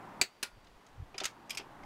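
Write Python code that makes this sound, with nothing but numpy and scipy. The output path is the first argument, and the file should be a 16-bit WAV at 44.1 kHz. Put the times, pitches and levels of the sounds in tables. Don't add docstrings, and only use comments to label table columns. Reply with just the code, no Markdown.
import sys
import numpy as np
from scipy import signal
from scipy.fft import rfft, irfft
from scipy.io import wavfile
from scipy.ndimage import uniform_filter1d

SR = 44100
rng = np.random.default_rng(int(sys.argv[2]) if len(sys.argv) > 2 else 0)


def master_out(mix):
    frames = np.transpose(np.atleast_2d(mix))
    ceiling = np.clip(frames, -1, 1)
    pcm = np.round(ceiling * 32767).astype(np.int16)
    wavfile.write(sys.argv[1], SR, pcm)


N = 81585

# (time [s], level [dB])
CRACKS = [(0.2139, -3), (0.2358, -25)]
# (frequency [Hz], level [dB])
CRACK_TONE = [(60, -8.5), (180, -0.5), (330, 4.5), (750, -1), (1150, -9), (1700, 0), (2600, 3.5),
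              (3400, -4), (4400, 6), (5500, -5.5), (6600, 2.5), (8500, 1), (10300, -13), (15000, -12)]
# (pitch [Hz], level [dB], fade [s])
BAR_NOTES = [(1333, -26, .22), (1972, -11.5, 0.12), (2350, -5.5, 0.071), (2560, -17.5, 0.043),
             (2670, -11.5, .12), (3870, -13.5, 0.1213), (4400, -10.5, 0.16), (4513, -14, .13),
             (4680, -4, 0.09), (5967, -34, .08), (6480, -6.5, 0.054), (7510, -9.5, 0.062),
             (7874, -9.5, 0.11), (8900, -14, .08)]
# (pitch [Hz], level [dB], fade [s])
HEAD_NOTES = [(272, -17.5, 0.04), (383, -5.5, 0.13), (510, -14.5, 0.046), (688, -8.5, 0.067),
              (777, -6.5, 0.065), (975, -13, 0.039)]
# (time [s], level [dB])
KNOCKS = [(0.4279, -14), (0.4313, -17.5)]
# (frequency [Hz], level [dB])
KNOCK_TONE = [(60, -13), (200, -5), (400, 4), (900, -1.5), (1700, 1.5), (3300, -1), (4800, 3), (6500, -3),
              (10500, -0.5), (12300, -17), (13100, -7), (15500, -19)]
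# (pitch [Hz], level [dB], fade [s])
SOCKET_NOTES = [(371, -32, 0.21), (1423, -19, 0.35), (1688, -10, 0.12), (2350, -11, 0.14), (2560, -8, 0.11),
                (4200, -13.5, 0.14), (4600, -20, .1), (11500, -35, .4)]
# (time [s], level [dB])
SINGS = [(0.213, -50.5), (.428, -56), (1.254, -68)]
# (time [s], level [dB], dull above [Hz], extra note [Hz], note level [dB])
CLINKS = [(0.644, -50, 9000, 3170, -10), (0.669, -45, 4660, 4100, -2), (0.865, -47.5, 8800, 6430, -1),
          (.887, -56.5, 9000, 6500, -3), (1.144, -45, 3660, 2440, 9), (1.1804, -26.5, 7900, 4960, 2.5),
          (1.2019, -26.5, 6100, 3560, 1), (1.2362, -29.5, 10900, 1350, -8), (1.2417, -24.5, 8400, 2840, -1),
          (1.2539, -19, 9500, 1940, -10)]
# (frequency [Hz], level [dB])
CLINK_TONE = [(100, -8.5), (700, -8.5), (1350, -3.5), (2500, 1), (4000, -0.5), (6500, 1.5), (8500, -3.5),
              (11000, -8), (15500, -8)]
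# (pitch [Hz], level [dB], fade [s])
CLINK_NOTES = [(1320, -10.5, 0.095), (2577, -25, 0.053), (3970, -21, 0.064), (4950, -18, 0.075),
               (5080, -26, 0.073), (6400, -14, 0.056), (6920, -23.5, .16)]
# (time [s], level [dB])
THUDS = [(1.144, -36), (1.152, -39), (1.2135, -28.5), (1.223, -31.5), (1.594, -36), (1.605, -39.5)]
# (frequency [Hz], level [dB])
THUD_TONE = [(60, -30), (200, 4.5), (400, 8), (800, 2.5), (1200, -3), (2000, -7), (2900, -2), (4000, -13),
             (5200, -12), (7000, -32), (15000, -47)]
# (time [s], level [dB], dull above [Hz], extra note [Hz], note level [dB])
CLICKS = [(1.4956, -37, 9000, 6640, -2.5), (1.505, -26.5, 10900, 3310, -7), (1.5293, -44.5, 6500, 3220, -2),
          (1.5485, -38.5, 14000, 5140, 0.5), (1.5727, -27.5, 8900, 2464, -4), (1.5801, -34, 8140, 2230, -3),
          (1.596, -42, 5000, 2860, -10), (1.833, -56.5, 6000, 2110, 8.5)]
# (frequency [Hz], level [dB])
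CLICK_TONE = [(100, -24), (1000, -14.5), (1800, -8), (2400, 3), (3200, 0), (3800, -7), (5200, 1.5),
              (7200, -6), (8400, -4), (10200, -10.5), (11500, -5), (15500, -14)]
# (pitch [Hz], level [dB], fade [s])
JOINT_NOTES = [(2100, -20, .08), (2520, -15, 0.027), (2420, -6.5, 0.063), (3220, -14, .09),
               (4983, -35, 0.074), (5000, -12, 0.11), (5400, -21, 0.055), (6000, -23, .07)]
# (frequency [Hz], level [dB], fade [s])
ECHO_TAIL = [(200, -13, .11), (1364, -3, 0.15), (3960, -4.5, .12), (9000, -14, 0.14), (15040, -10.5, 0.14)]
# (time [s], level [dB], pitch [Hz])
BUMPS = [(.580, -35, 102), (0.985, -31.5, 85), (1.0045, -23, 85.6), (1.027, -24, 85)]
# (frequency [Hz], level [dB])
RUMBLE_TONE = [(15, -0.5), (40, 0.5), (80, -9.5), (150, -17.5), (400, -40.5), (2000, -80.5)]
# (time [s], level [dB])
RUMBLE_LEVELS = [(0, -74), (.44, -58), (.53, -46.5), (.76, -47), (.84, -70), (.98, -40), (1.09, -48),
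                 (1.27, -67.5), (1.75, -62), (1.85, -51)]
# (frequency [Hz], level [dB])
WASH_TONE = [(20, -18), (45, -18.5), (110, -3.5), (160, -3.5), (280, -1.5), (500, -7), (650, -6),
             (780, -1.5), (970, -2), (1300, -7.5), (1900, -15), (2850, -26), (5000, -35), (15500, -43.5)]
# (frequency [Hz], level [dB])
HISS_TONE = [(30, -8), (300, 5.5), (1000, 3), (3000, -3), (8000, -15.5), (15500, -22.5)]

RISE_S, EXTRA_NOTE_FADE_S = 0.0004, 0.05


def bolt_loosening():
    out = np.zeros(N)
    for s, db in CRACKS:
        crack = amp(-2.5) * hit(CRACK_TONE) + ring(BAR_NOTES) + amp(-8) * ring(HEAD_NOTES)
        tick = unit(pulse(CRACK_TONE, SR)[:64])
        add(out, s, amp(db) * crack)
        add(out, s, amp(db - 5) * tick)
    for s, db in KNOCKS:
        add(out, s, amp(db) * (amp(1) * hit(KNOCK_TONE) + ring(SOCKET_NOTES)))
    return out


def bar_singing(pitch_hz=4670, fade_s=1.6):
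    t = np.arange(N) / SR
    power = sum((t > s) * amp(db - 60 * abs(t - s) / fade_s) ** 2 for s, db in SINGS)
    return np.sqrt(power) * np.sin(2 * np.pi * pitch_hz * t)


def socket_seating():
    out = np.zeros(N)
    for s, db, dull_hz, note_hz, note_db in CLINKS:
        notes = CLINK_NOTES + [(note_hz, note_db, EXTRA_NOTE_FADE_S)]
        add(out, s, amp(db) * (amp(-2.5) * hit(CLINK_TONE, dull_hz) + ring(notes)))
    for s, db in THUDS:
        add(out, s, amp(db) * (amp(-4) * hit(THUD_TONE, rise_s=0.0025) + ring(HEAD_NOTES)))
    return out


def slack_clicks():
    out = np.zeros(N)
    for s, db, dull_hz, note_hz, note_db in CLICKS:
        notes = JOINT_NOTES + [(note_hz, note_db, EXTRA_NOTE_FADE_S)]
        add(out, s, amp(db) * (amp(-3.5) * hit(CLICK_TONE, dull_hz) + ring(notes)))
    return out


def hit(tone, dull_hz=SR, rise_s=RISE_S, size=12288):
    t = np.arange(size) / SR
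    snap_s, echo_s, hold_s, fade_s = 0.0006, 0.0044, 0.0033, 0.035
    snap = amp(-2) * np.exp(-t / snap_s)
    nearest_echo = amp(-6.5) * np.exp(-((t - echo_s) / snap_s) ** 2)
    packed_echoes = amp(-60 * np.maximum(t - hold_s, 0) / fade_s)
    early_shape = (1 - np.exp(-t / rise_s)) * (packed_echoes + snap + nearest_echo)
    hz, age, bands = signal.stft(rng.standard_normal(size), SR, nperseg=128)
    tail_db = look_up(np.array(ECHO_TAIL)[:, :2], hz)[:, None]
    tail_fade_s = look_up(np.array(ECHO_TAIL)[:, ::2], hz)[:, None]
    bands *= amp(tail_db - 60 * age / tail_fade_s)
    late = signal.istft(bands, SR, nperseg=128)[1][:size] * np.minimum(t / hold_s, 1)
    early = early_shape * rng.choice([-1., 1.], size)
    return signal.fftconvolve(early + late, pulse(tone, dull_hz))[:size]


def ring(notes, grip_fade_s=0.048, size=12288):
    t = np.arange(size) / SR
    grip = amp(-7.5) + amp(-60 * t / grip_fade_s)
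    waves = sum(amp(db - 60 * t / fade_s) * np.sin(2 * np.pi * (hz * t + rng.random()))
                for hz, db, fade_s in notes)
    return (1 - np.exp(-t / RISE_S)) * grip * waves


def pulse(tone, dull_hz, size=2048):
    hz = np.fft.rfftfreq(size, 1 / SR)
    spectrum = amp(look_up(tone, hz)) / np.sqrt(1 + (hz / dull_hz) ** 6)
    cepstrum = irfft(np.log(spectrum))
    cepstrum[1:size // 2] *= 2
    cepstrum[size // 2 + 1:] = 0
    push = irfft(np.exp(rfft(cepstrum)))
    return push / np.linalg.norm(push)


def low_bumps(width_s=0.0059):
    t = np.arange(N) / SR
    swings = sum(amp(db) * np.exp(-((t - s) / width_s) ** 2) * np.sin(2 * np.pi * hz * (s - t))
                 for s, db, hz in BUMPS)
    rumble_db = np.interp(t, *np.transpose(RUMBLE_LEVELS))
    return swings + amp(rumble_db) * noise(RUMBLE_TONE)


def distant_wash(level_db=-50, drift_db=0.78):
    bands = signal.stft(noise(WASH_TONE), nperseg=1024, noverlap=768)[2]
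    drift = uniform_filter1d(rng.standard_normal(bands.shape), size=8, axis=0)
    drift = unit(uniform_filter1d(drift, size=6, axis=1))
    wash = signal.istft(bands * amp(drift_db * drift), nperseg=1024, noverlap=768)[1][:N]
    return amp(level_db) * unit(wash)


def noise(tone):
    gains = amp(look_up(tone, np.fft.rfftfreq(N, 1 / SR)))
    return unit(irfft(rfft(rng.standard_normal(N)) * gains, N))


def amp(db):
    return 10 ** (np.asarray(db) / 20)


def unit(x):
    return x / np.sqrt(np.mean(x ** 2) + 1e-20)


def look_up(points, hz):
    row_hz, value = np.transpose(points)
    return np.interp(np.log(hz + 1), np.log(row_hz), value)


def add(mix, start_s, sound):
    part = mix[round(start_s * SR):][:len(sound)]
    part += sound[:len(part)]


def scene():
    tool = bolt_loosening() + bar_singing() + socket_seating() + slack_clicks()
    return (tool + low_bumps() + distant_wash())[None]


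def record(dry, limit_db=-20, hold_s=0.17, recover_db_per_s=11.5, top_hz=15750):
    power_db = 10 * np.log10(abs(uniform_filter1d(dry[0] ** 2, size=256)) + 1e-12)
    over_db = np.maximum(power_db - limit_db, 0)
    recovery_db = recover_db_per_s * np.arange(N) / SR
    easing_db = np.maximum.accumulate(over_db + recovery_db) - recovery_db
    cut_db = np.minimum(np.maximum.accumulate(over_db), easing_db + recover_db_per_s * hold_s)
    out = dry * amp(-cut_db) + amp(-65) * noise(HISS_TONE)
    treble_cut = signal.firwin(255, top_hz, window=("kaiser", 9), fs=SR)
    return signal.oaconvolve(out, treble_cut[None], "same")


dry = scene()
out = record(dry)
master_out(out)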